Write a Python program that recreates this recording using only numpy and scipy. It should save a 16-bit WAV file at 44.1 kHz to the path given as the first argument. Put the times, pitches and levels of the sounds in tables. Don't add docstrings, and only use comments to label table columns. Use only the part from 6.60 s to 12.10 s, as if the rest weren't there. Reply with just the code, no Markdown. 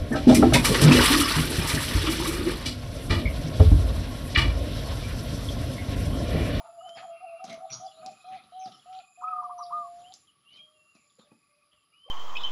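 import sys
import numpy as np
from scipy import signal
from scipy.fft import rfft, irfft
from scipy.io import wavfile
from scipy.ndimage import uniform_filter1d

SR = 44100
rng = np.random.default_rng(int(sys.argv[2]) if len(sys.argv) > 2 else 0)


def file_out(sig):
    cols = np.atleast_2d(sig).T
    lim = np.clip(cols, -1, 1)
    pcm = np.round(lim * 32767).astype(np.int16)
    wavfile.write(sys.argv[1], SR, pcm)


def elevation(decibels):
    levels = np.asarray(decibels, float)
    return 10 ** (levels / 20)


N = 242550
T = np.arange(N) / SR


def unit(x):
    return x / np.sqrt(np.mean(x ** 2))


def band(x, lo_hz, hi_hz, order=2):
    return signal.sosfilt(signal.butter(order, [lo_hz, hi_hz], "band", fs=SR, output="sos"), x)


def colour(x, shape):
    hz, db = np.transpose(shape)
    bin_hz = np.arange(N // 2 + 1) * SR / N
    gain = elevation(np.interp(np.log(bin_hz + 1), np.log(hz), db))
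    return unit(irfft(rfft(x) * gain, N))


def walk(rate_hz):
    k = int(SR / rate_hz)
    held_levels = np.repeat(rng.standard_normal(N // k + 1), k)
    return unit(uniform_filter1d(uniform_filter1d(held_levels, k), k)[:N])


def curve(points):
    return np.interp(T, *np.transpose(points))


def echoes(x, t60_s, db, gap_s, slaps=()):
    t = T[:SR // 2]
    tail = rng.standard_normal(len(t)) * elevation(-60 * t / t60_s) * (t > gap_s)
    tail *= elevation(db) / np.sqrt(np.sum(tail ** 2))
    tail[0] = 1
    for s, slap_db in slaps:
        tail[int(s * SR)] += elevation(slap_db)
    return signal.fftconvolve(x, tail)[:N]


def sing(notes, fade_s, flutter_db, second_db):
    edge = [fade_s / 2, 0, 0]
    padded = [np.vstack([np.subtract(note[0], edge), note, np.add(note[-1], edge)]) for note in notes]
    s, hz, db = np.concatenate(padded).T
    s = np.maximum.accumulate(s)
    is_open = sum((T >= note[0][0]) & (T <= note[-1][0]) for note in notes) > 0
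    gate = uniform_filter1d(1. * is_open, max(int(fade_s * SR), 1))
    phase = 2 * np.pi * np.cumsum(np.interp(T, s, hz)) / SR
    phase = phase + .13 * flutter_db * walk(110)
    level = elevation(np.interp(T, s, db) + flutter_db * walk(45))
    return np.sqrt(2) * gate * level * (np.sin(phase) + elevation(second_db) * np.sin(2 * phase))


def glides(notes, wobble, buzz_hz):
    out, shake = np.zeros(N), walk(250)
    for s, length_s, first_hz, last_hz, db, buzz in notes:
        i, n = int(s * SR), int(length_s * SR)
        hz = np.linspace(first_hz, last_hz, n) * (1 + wobble * (0.39 + buzz) * shake[i:i + n])
        throb = 1 + np.clip(buzz, 0, 1) * np.sin(2 * np.pi * buzz_hz * T[:n])
        swell = np.sin(np.pi * T[:n] / length_s) ** 0.37
        out[i:i + n] += elevation(db) * swell * throb * np.sin(2 * np.pi * np.cumsum(hz) / SR)
    return out


def held(first_s, last_s, first_hz, last_hz, db, swell, edge_db):
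    s = np.array([0, swell, .75, 1]) * (last_s - first_s)
    hz = first_hz + (last_hz - first_hz) * s / s[-1]
    return np.transpose([first_s + s, hz, db + edge_db * np.array([0.42, 0.039, 0.73, 1.0])])


def yard():
    # frequency in Hz, density in dB per Hz
    air_shape = [(20, -70), (50, -12.5), (140, -3), (500, -11), (1000, -16), (2800, -12), (5000, -13.5),
                 (6300, -24), (7300, -19), (8300, -35), (12000, -32), (16000, -39)]
    edges_hz = 15 * 2. ** np.arange(11)
    flicker = np.zeros(N)
    for lo_hz, hi_hz in zip(edges_hz, edges_hz[1:]):
        octave = band(colour(rng.standard_normal(N), air_shape), lo_hz, hi_hz)
        flicker += elevation(1.5 * walk(9)) * octave
    drift_db = np.interp(T, [2.4, 2.5, 2.62, 3.5, 3.7, 4.7, 4.9], [4.5, -6.5, 3.5, 4.5, -2.5, -1.0, -2.0])
    return elevation(-75 + 1.0 * walk(1.62) + drift_db) * flicker


def pulsing(lo_hz, hi_hz, rate_hz, sharp, drift):
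    phase = np.pi * np.cumsum(rate_hz * (1 + drift * walk(7.5))) / SR
    bursts = rng.standard_normal(N) * np.abs(np.sin(phase)) ** sharp
    return unit(band(bursts, lo_hz, hi_hz, order=5)), phase


def low_cicada():
    # first and last in seconds, centre in Hz, level in dB
    bouts = [
        (-.3, 0.53, 7090, -65.5),
        (0.87, 1.647, 7110, -66.5),
        (1.986, 2.66, 7130, -69),
        (2.987, 3.732, 7120, -64.5),
        (3.944, 4.66, 7080, -72.5),
        (4.28, 4.93, 7150, -82.5),
        (5.101, 5.256, 7260, -83),
    ]
    out = np.zeros(N)
    for first_s, last_s, hz, db in bouts:
        rise = np.clip((T - first_s) / (last_s - first_s), 0, 1) ** .85
        swell = rise * np.clip((last_s - T) / .03, 0, 1)
        out += elevation(db + 1.5 * walk(30)) * swell * pulsing(.962 * hz, 1.038 * hz, 182, 1.4, .02)[0]
    return out * elevation(np.interp(T, [3.56, 3.66, 3.8, 3.9], [0, -9, -9, 0]))


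def insect_chorus():
    # time in seconds, level in dB
    chorus_level = [(0, -70), (1.5, -72), (2.6, -74.5), (3.0, -69), (3.65, -74), (3.8, -76.5), (5.5, -78.5)]
    high, phase = pulsing(9500, 11250, 272.6, .5, .002)
    out = unit(band(high, 10100, 10900, order=1)) * (1 + .5 * np.sin(phase))
    out += elevation(-23 + 1.5 * walk(3)) * pulsing(14000, 15480, 136, .4, .01)[0]
    triller_db = np.interp(T, [4.1, 4.5], [-11, -5]) + 2 * walk(6)
    out += elevation(triller_db) * pulsing(4720, 5000, 24, .8, .12)[0]
    croak = elevation(-76.5) * pulsing(1115, 1195, 9.3, .6, .05)[0]
    return elevation(curve(chorus_level)) * out + croak


def murmur():
    # time in seconds, level in dB
    murmur_level = [(0, -64), (.3, -67), (1.0, -65), (1.5, -69), (2.3, -72), (2.5, -81), (5.5, -85)]
    throats = unit(band(rng.standard_normal(N), 1173, 1345))
    return elevation(curve(murmur_level) + 2.9 * walk(30)) * throats


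def scuffs():
    # first and loudest in seconds, crackle, brightness and thud in dB
    drags = [(-.05, 0, -65, -64, -85), (0.34, 0.375, -57, -58.5, -61.5), (0.833, 0.89, -53.5, -53.5, -52.5),
             (1.087, 1.128, -59.5, -53, -57.5), (1.326, 1.463, -64, -79, -62),
             (1.643, 1.732, -60, -64.5, -64.5), (2.053, 2.079, -65.5, -58, -58),
             (2.586, 2.823, -77, -72.5, -72), (3.034, 3.145, -73, -71.5, -67),
             (3.3, 3.395, -68.5, -64.5, -73), (3.872, 3.95, -74.5, -66.5, -67.5),
             (4.58, 4.61, -74, -77, -88)]
    stops = [
        (0.248, 0.287, -59, -60.5, -69.5),
        (2.234, 2.385, -73.5, -65, -78),
        (3.508, 3.539, -69.5, -61, -80),
        (4.34, 4.367, -72, -83, -81),
        (4.707, 4.724, -92, -81, -61),
        (5.127, 5.131, -72.5, -80, -78),
    ]
    # frequency in Hz, density in dB per Hz
    grass_shape = [(300, -33), (600, -6), (1300, -4.5), (2200, -15), (3700, -12), (6500, -17), (9000, -48),
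                   (15500, -49.5)]
    crackle, bright, thud = np.zeros((3, N))
    for rows, release_s in ((drags, 0.15), (stops, 0.041)):
        for first_s, loudest_s, crackle_db, bright_db, thud_db in rows:
            drag = np.interp(T, [first_s, loudest_s, loudest_s + release_s], [0, 1, 0]) ** 1.7
            crackle += elevation(crackle_db) * drag
            bright += elevation(bright_db) * drag
            thud += elevation(thud_db) * drag
    sizes = elevation(2.1 * np.repeat(rng.exponential(size=N // 60 + 1), 60)[:N])
    grains = colour(rng.standard_normal(N) * sizes, grass_shape)
    out = np.zeros(N)
    for hz in (450, 840, 1560):
        out += crackle * elevation(9.0) * elevation(2.93 * walk(35)) * band(grains, hz, 2.0 * hz)
    for hz in (2900, 4280, 6100, 9500):
        out += bright * elevation(6.5) * elevation(4.8 * walk(50)) * band(grains, hz, 1.55 * hz) * (2900 / hz) ** 0.36
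    hollow = unit(band(rng.standard_normal(N), 209, 275, order=1))
    hollow += 0.71 * unit(band(rng.standard_normal(N), 115, 190, order=2))
    return out + thud * elevation(0.98 * walk(30) - 2.5) * hollow


def snaps():
    # time in seconds, peak in dB, centre in Hz, knock in dB
    stalks = [(0.289, -60, 3700, -62.5), (0.369, -45, 4320, -54.5), (0.841, -34.5, 6100, -47),
              (0.88, -45, 3806, -67), (0.897, -33.5, 3800, -44.5), (1.461, -34.5, 5200, -49),
              (1.515, -47, 5740, -53.5), (0.927, -40, 2980, -53), (0.945, -50, 5740, -63),
              (1.8373, -46, 3860, -57), (2.0574, -40, 4890, -47), (2.118, -39, 3900, -68),
              (2.327, -40, 3230, -92), (2.4, -42.5, 3265, -82.5), (2.834, -55, 5524, -72),
              (3.54, -39, 6000, -79.5), (4.351, -51.5, 5350, -57.5), (4.5923, -48, 4000, -52),
              (4.7169, -69, 4770, -53.5), (5.123, -69, 3500, -85)]
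    out, t = np.zeros(N), T[:2000]
    ring = band(np.exp(-t / 0.0045) * np.sin(2 * np.pi * 230 * t), 130, 420)
    for s, peak_db, hz, knock_db in stalks:
        grit = rng.standard_normal(2000)
        crack = 0.88 * band(grit * np.exp(-t / 0.012), 0.74 * hz, 1.084 * hz)
        crack += 0.092 * band(grit * np.exp(-t / 0.00026), 3500, 9800)
        knock = ring + 1.8 * band(grit * np.exp(-t / 0.0062), 170, 910)
        i = int(s * SR)
        out[i:i + 2000] += elevation(peak_db) * crack + elevation(knock_db + 6.0) * knock
    return out


def heels():
    # start and length in seconds, first pitch in Hz, level in dB
    strikes = [(0.371, 0.0096, 748, -43), (.875, 0.061, 238, -56), (1.105, 0.094, 134.5, -55),
               (1.703, 0.095, 68, -77), (3.337, 0.051, 74.5, -76), (4.585, 0.0133, 492, -57.5),
               (4.726, 0.05, 263, -66), (5.132, 0.073, 86.5, -79.5)]
    return glides([(s, n, hz, 0.913 * hz, db, 0.95) for s, n, hz, db in strikes], 0.041, 22.8)


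def twigs():
    # time in seconds, level in dB
    cracks = [
        (1.4625, -16),
        (3.5395, -16),
    ]
    return band(sum(elevation(db) * (np.arange(N) == int(s * SR)) for s, db in cracks), 4500, 7230)


def feet():
    return twigs() + echoes(band(scuffs() + snaps(), 110, 15000) + heels(), 0.32, -6.0, 0.00048)


def rolled(first_s, loudest_s, last_s, db):
    s = np.array([first_s, loudest_s, last_s])
    hz = (680 - 19 * s ** 2) * (1 + 0.011 * np.array([1, 0, -1]))
    return np.transpose([s, hz, db + np.array([-6, 0, -12])])


def rolling_dove():
    # first, loudest and last in seconds, level in dB
    rolls = [(0, 0.01, 0.019, -41.5), (0.038, 0.061, .07, -47.5), (0.076, 0.095, 0.12, -44.5),
             (0.116, 0.195, .212, -42), (0.255, 0.317, 0.44, -45), (0.428, 0.502, .575, -41.5),
             (0.582, 0.575, .6, -55), (0.63, 0.744, 0.78, -42.5), (0.804, 0.848, 0.86, -47),
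             (0.89, 0.945, 0.97, -41), (0.97, .975, 1.0, -43), (1.011, 1.042, 1.19, -46),
             (1.209, 1.279, 1.365, -48.5), (1.33, 1.4, 1.542, -47.5)]
    return echoes(sing([rolled(*row) for row in rolls], .014, 2.0, -40), .3, -11, .02)


def far_doves():
    # start and length in seconds, first pitch in Hz, level in dB
    row_notes = [(0, 0.023, 900, -47.5), (0.04, 0.054, 860, -52.5), (0.453, 0.018, 1287, -67.5),
                 (1.75, 0.071, 1254, -60), (2.249, 0.0504, 1208, -64.5), (5.209, 0.057, 1156, -72.5),
                 (5.446, 0.052, 1114, -63.5), (0.388, 0.057, 1257, -54.5), (1.098, 0.063, 1303, -58.5),
                 (2.056, 0.042, 1300, -57), (2.127, 0.038, 1260, -55.5), (2.308, 0.05, 1286, -62),
                 (2.39, 0.027, 1332, -59.5), (2.608, 0.02, 1368, -55), (2.643, 0.029, 1000, -49),
                 (5.322, 0.039, 1284, -71.5)]
    # first and last in seconds, pitch in Hz, level in dB
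    far_coos = [
        (3.994, 4.267, 615, -72),
        (4.433, 4.498, 590, -77),
        (4.648, 4.74, 590, -72),
        (4.889, 5.11, 587.6, -76),
        (5.13, 5.17, 600, -73),
    ]
    # start and length in seconds, first and last pitch in Hz, level in dB
    gulps = [
        (5.461, .016, 485, 516, -56),
        (5.478, .009, 565, 590, -50.5),
        (5.487, .0125, 730, 830, -48.5),
    ]
    far = sing([held(a, b, hz, hz, db, 0.23, -6.0) for a, b, hz, db in far_coos], .015, 2.4, -39)
    far += glides([(*row, 0) for row in gulps], 0.051, 0)
    far += glides([(s, n, hz, 1.025 * hz, db, 0.42) for s, n, hz, db in row_notes], 0.032, 60)
    return echoes(far, .6, -9, .015)


def far_flock():
    # time in seconds, level in dB
    flock_level = [(0, -84), (1.25, -56), (1.45, -64), (1.88, -65), (2.1, -55.5), (2.5, -88), (3.6, -85.5),
                   (5.5, -105)]
    when, pitch, bend, size = rng.random((4, 260))
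    s = when * (T[-1] - .1)
    hz = 2800 + 1450 * pitch
    db = np.interp(s, *np.transpose(flock_level)) - 8 * size
    notes = np.transpose([s, 0.0089 + 0.032 * size, hz, hz * (.9 + 0.16 * bend), db, bend])
    return elevation(-8) * echoes(glides(notes, 0.021, 90), .45, 3, .005)


def climb(first_s, top_s, first_hz, hz, db):
    linger_s, linger_db = .24, -33
    return [(first_s, first_hz, db - 11),
            ((first_s + 2 * top_s) / 3, (first_hz + 2.6 * hz) / 3.6, db - 4),
            (top_s, hz, db),
            (top_s + linger_s / 4, hz, db + linger_db / 2),
            (top_s + linger_s, hz, db + linger_db)]


def drop(first_s, drop_s, hz, db):
    settle_s, scoop = .05, 1.015
    return [(first_s, scoop * hz, db - 9), (first_s + settle_s, hz / scoop, db - 2.5),
            (drop_s, hz, db), (drop_s + .045, .9 * hz, db - 3)]


def whistles():
    # first and last in seconds, first and last pitch in Hz, level in dB
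    dips = [
        (0.041, 0.113, 2814, 2610, -68.5),
        (0.738, 0.85, 2777, 2700, -65),
        (5.153, 5.216, 2900, 2620, -71.5),
    ]
    # first and top in seconds, first and top pitch in Hz, level in dB
    rising = [
        (0.188, 0.362, 2860, 3232, -53.5),
        (3.851, 4.008, 2720, 3240, -55),
        (5.32, 5.477, 2804, 3183, -59.5),
    ]
    # first and drop in seconds, pitch in Hz, level in dB
    falling = [
        (0.504, 0.672, 2762, -59),
        (4.145, 4.322, 2770, -65),
    ]
    kinds = ([climb(*row) for row in rising], [drop(*row) for row in falling],
             [held(*row, 0.56, -10.0) for row in dips])
    return echoes(sum(sing(notes, .012, 4.2, -69) for notes in kinds), .35, -2, .006)


def coo(first_s, last_s, hz, db):
    top_s = last_s - .023
    rise_s = min(.045, 0.628 * (top_s - first_s))
    s = [first_s, first_s + 0.01032, first_s + rise_s, top_s, last_s - .017, last_s - .007, last_s]
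    bend = np.array([.91, .94, 0.98, 0.99, 0.94, 0.9, .92])
    return np.transpose([s, hz * bend, db + np.array([-12, -12, -4, -0.5, -7.0, -16, -10])])


def near_dove():
    # first and last in seconds, top pitch in Hz, level and opening cluck in dB
    short_coos = [(0.204, 0.287, 757.6, -41, -46), (0.403, 0.476, 764, -39.5, -65),
                  (0.605, 0.674, 761.6, -38, -50), (0.793, 0.871, 776.3, -37.5, -46.5),
                  (0.997, 1.078, 771.5, -37.5, -52), (1.198, 1.291, 771.3, -36.5, -52),
                  (1.423, 1.513, 772, -37, -52), (1.644, 1.786, 765.4, -37.5, -54),
                  (1.922, 2.096, 763.7, -37, -59), (2.259, 2.418, 762.7, -40, -62)]
    # time in seconds, pitch in Hz, level in dB
    long_coos = [
        [(2.575, 700, -57), (2.59, 725, -50.5), (2.627, 733, -46), (2.70, 736.3, -43), (3.0, 707.3, -42),
         (3.21, 694, -43), (3.387, 700, -47.5), (3.495, 727, -54), (3.525, 773, -50)],
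    ]
    near = sing([coo(*row[:4]) for row in short_coos] + long_coos, 0.004, 0.16, -42.5)
    near += glides([(row[0] + 0.00404, .013, 1230, 1290, row[4], 0) for row in short_coos], 0.03, 0)
    return echoes(near, .22, -15, .025, [(.12, -26)]) * elevation(np.interp(T, [3.54, 3.6], [0, -10]))


def ticks():
    # time in seconds, peak in dB
    stalk_ticks = [(0.292, -35), (0.3254, -53), (0.37, -43), (0.4113, -53), (0.844, -36.5), (0.8777, -36),
                   (0.8515, -34), (0.8896, -39), (0.8965, -30), (0.903, -29), (0.908, -33), (0.913, -35),
                   (0.929, -31), (0.931, -35), (0.9427, -32), (0.955, -42), (1.104, -33.5), (3.672, -70),
                   (4.5895, -53), (5.123, -61)]
    out = np.zeros(N)
    for s, peak_db in stalk_ticks:
        i = int(s * SR)
        out[i:i + 400] += elevation(peak_db - 6.5) * rng.standard_normal(400) * np.exp(-T[:400] / 0.0024)
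    return band(out, 1200, 5300)


def rasps():
    # start and length in seconds, first and last in Hz, level in
    # dB
    scrapes = [(0.499, 0.43, 2270, 2430, -68), (0.89, 0.058, 2200, 2120, -51.5),
               (.88, .075, 3900, 4000, -62), (0.887, .07, 6500, 5900, -61), (2.259, .06, 2800, 3100, -64),
               (1.095, 0.04, 2475, 2370, -51.5), (1.243, 0.014, 5960, 5780, -49),
               (1.25, 0.022, 4900, 4900, -47), (1.578, 0.22, 3867, 4000, -66),
               (1.619, 0.22, 3250, 3600, -65), (1.72, 0.091, 2330, 2217, -60),
               (1.905, 0.13, 3920, 3840, -65.5), (1.915, 0.17, 3120, 3200, -63.5),
               (1.99, 0.064, 5500, 5400, -66), (2.035, 0.028, 5900, 4700, -47),
               (2.32, .03, 1600, 1300, -64), (2.399, 0.0094, 1900, 2000, -70),
               (3.029, 0.019, 4890, 4560, -51.5), (3.033, 0.017, 5500, 4800, -52),
               (3.059, 0.012, 3700, 3800, -58), (3.05, 0.029, 5600, 5510, -64),
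               (2.985, 0.068, 3950, 3900, -69), (3.385, 0.022, 6600, 5300, -64),
               (3.925, 0.02, 4800, 4600, -65), (3.94, 0.036, 4255, 3780, -59),
               (3.93, 0.067, 4900, 5200, -71), (3.96, 0.03, 3510, 3000, -62),
               (4.582, 0.042, 3940, 4040, -70), (4.59, 0.076, 3700, 3500, -69),
               (4.724, 0.38, 2170, 2300, -80), (5.113, 0.027, 3200, 3300, -64),
               (5.115, 0.028, 2900, 3000, -66), (1.34, .045, 3850, 4150, -66),
               (5.48, .019, 2500, 2290, -64.5), (3.9, 0.066, 2400, 2300, -67.5),
               (2.079, 0.13, 4200, 3000, -80), (4.297, 0.15, 4030, 3970, -85),
               (4.358, 0.12, 2415, 2400, -72.5), (5.163, 0.13, 3220, 2980, -79),
               (3.8, 0.064, 3040, 3300, -73),
               (2.325, 0.059, 4150, 4100, -63),
        (2.325, 0.043, 3350, 3000, -60.5),
        (2.01, 0.036, 2600, 2300, -61.5),
        (2.11, 0.072, 5500, 5200, -63.5),
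        (.35, .06, 5400, 3700, -56),
    ]
    grit = walk(600)
    return echoes(grit * glides([(*row, 0) for row in scrapes], .04, 0), 0.26, -4, 0.0024)


def cricket():
    # first and last in seconds, pulse rate in Hz, level in dB
    trains = [
        (0.446, 0.825, 25.53, -60.5),
        (1.373, 1.816, 26.33, -57.5),
        (2.317, 2.734, 25.2, -60.5),
        (4.63, 5.04, 25.8, -69),
    ]
    wing = np.zeros(N, complex)
    for first_s, last_s, rate_hz, db in trains:
        stroke = (T - first_s) * rate_hz % 1 / 0.5
        is_on = (stroke < 1) * (T > first_s) * (T < last_s)
        level = elevation(db + 3.2 * walk(33)) * np.clip(.35 + (T - first_s) / .12, 0, 1)
        wing += level * np.sin(np.pi * stroke) * is_on * np.exp(11j * (stroke - .5) ** 2)
    carrier = np.exp(2j * np.pi * 2505 * T + 1j * walk(120))
    return echoes(np.imag(wing * carrier), 0.32, -8, 0.011)


def chirps():
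    # start and length in seconds, first and last pitch in Hz, level in dB
    trill = [
        (1.102, 0.059, 5780, 5700, -40),
        (1.172, 0.043, 5720, 5760, -55),
        (1.108, 0.031, 3480, 3450, -57.5),
        (1.1, 0.053, 4450, 4400, -59),
    ]
    clear = [(1.119, 0.067, 6680, 6620, -47.5), (1.203, 0.022, 6165, 6000, -54),
             (1.279, 0.016, 3530, 3280, -51.5), (1.314, 0.01, 2980, 2935, -54.5),
             (1.352, 0.042, 3750, 4100, -61), (2.073, 0.018, 3300, 3920, -56),
             (2.136, 0.028, 3234, 2920, -56.5), (2.195, 0.0081, 3370, 3340, -53),
             (2.22, 0.012, 3140, 2780, -60.5), (2.982, 0.02, 5990, 5725, -50.5),
             (3.02, 0.011, 5860, 5560, -54), (1.387, 0.032, 4330, 4450, -65),
             (1.628, 0.066, 3950, 4236, -64.5), (3.053, 0.02, 3300, 3360, -65),
             (3.876, 0.019, 2900, 3360, -59), (4.497, 0.014, 3900, 3100, -66)]
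    buzzing = [
        (1.993, 0.034, 6100, 6100, -54),
        (3.439, 0.057, 2744, 3320, -55.5),
        (3.671, 0.034, 3300, 2850, -60.5),
        (3.971, 0.035, 2480, 2360, -58),
        (5.329, 0.028, 2290, 2650, -64.5),
    ]
    notes = [(*row, 0.18) for row in clear] + [(*row, 0.48) for row in buzzing]
    out = glides(notes, 0.017, 134) + glides([(*row, 1) for row in trill], .006, 134)
    return echoes(out, 0.28, -6, 0.002)


def throbbing():
    # loudest in seconds, pitch in Hz, level in dB, dip after it in dB
    throbs = [
        (2.642, 1250, -29, -8),
        (2.685, 1290, -29, -8),
        (2.716, 1295, -32.5, -6),
        (2.734, 1226, -26.5, -10.5),
        (2.767, 1234, -30, -13.5),
        (2.788, 1200, -29, -2.5),
        (2.803, 1225, -30, -7),
    ]
    tops, dip_db = np.array(throbs)[:, :3], np.array(throbs)[:-1, 3:]
    dips = (tops[1:] + tops[:-1]) / 2 + dip_db * [0, 0, 1]
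    start = tops[0] * [1, .96, 1] + [-0.006, 0, -9]
    end = tops[-1] * [1, .96, 1] + [0.014, 0, -11]
    rows = np.concatenate([tops, dips, [start, end]])
    return rows[np.argsort(rows[:, 0])]


def hook(first_s, last_s, hz, db):
    return [(first_s, hz * .96, db - 6), (first_s + .006, hz, db),
            (last_s - .008, hz * .96, db - 2), (last_s, hz * .89, db - 11)]


def high_dove():
    # lead in seconds, first and last pitch in Hz, level in dB
    rattle = [
        (0.027, 1300, 1200, -48),
        (0.0175, 860, 1240, -37),
        (0.0072, 920, 1180, -37),
    ]
    # first and last in seconds, top pitch in Hz, level in dB
    middle = [
        (2.838, 2.87, 1220, -33.5),
        (2.91, 2.941, 1200, -42),
        (3.004, 3.036, 1213, -35.5),
    ]
    # time in seconds, pitch in Hz, level in dB
    closing = [(3.123, 1150, -38), (3.133, 1209, -29.5), (3.157, 1234, -31), (3.19, 1215, -33),
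               (3.225, 1191, -36.5), (3.236, 1155, -43.5), (3.252, 1116, -40.5), (3.268, 1120, -49),
               (3.28, 1038, -52)]
    notes = [throbbing()] + [hook(*row) for row in middle] + [closing]
    slips = [(note[0][0] - lead_s, .012, first_hz, last_hz, db, 0)
             for note in notes for lead_s, first_hz, last_hz, db in rattle]
    high = sing(notes, 0.004, .3, -46.5) + glides(slips, 0.032, 0)
    return echoes(band(high, 800, 1500), 0.3, -24, .03, [(.04, -26), (.06, -21)])


def scene():
    doves = murmur() + rolling_dove() + far_doves() + near_dove() + high_dove()
    small_birds = far_flock() + whistles() + chirps()
    insects = low_cicada() + insect_chorus() + cricket()
    ground = feet() + ticks() + rasps()
    return (yard() + doves + small_birds + insects + ground)[None]


def top_cut(x):
    return signal.sosfilt(signal.butter(12, 16320, fs=SR, output="sos"), x)


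def record(dry):
    low_pass = signal.ellip(8, .2, 50, 15520, fs=SR, output="sos")
    return top_cut(signal.sosfilt(low_pass, dry))


dry = scene()
out = record(dry)
file_out(out)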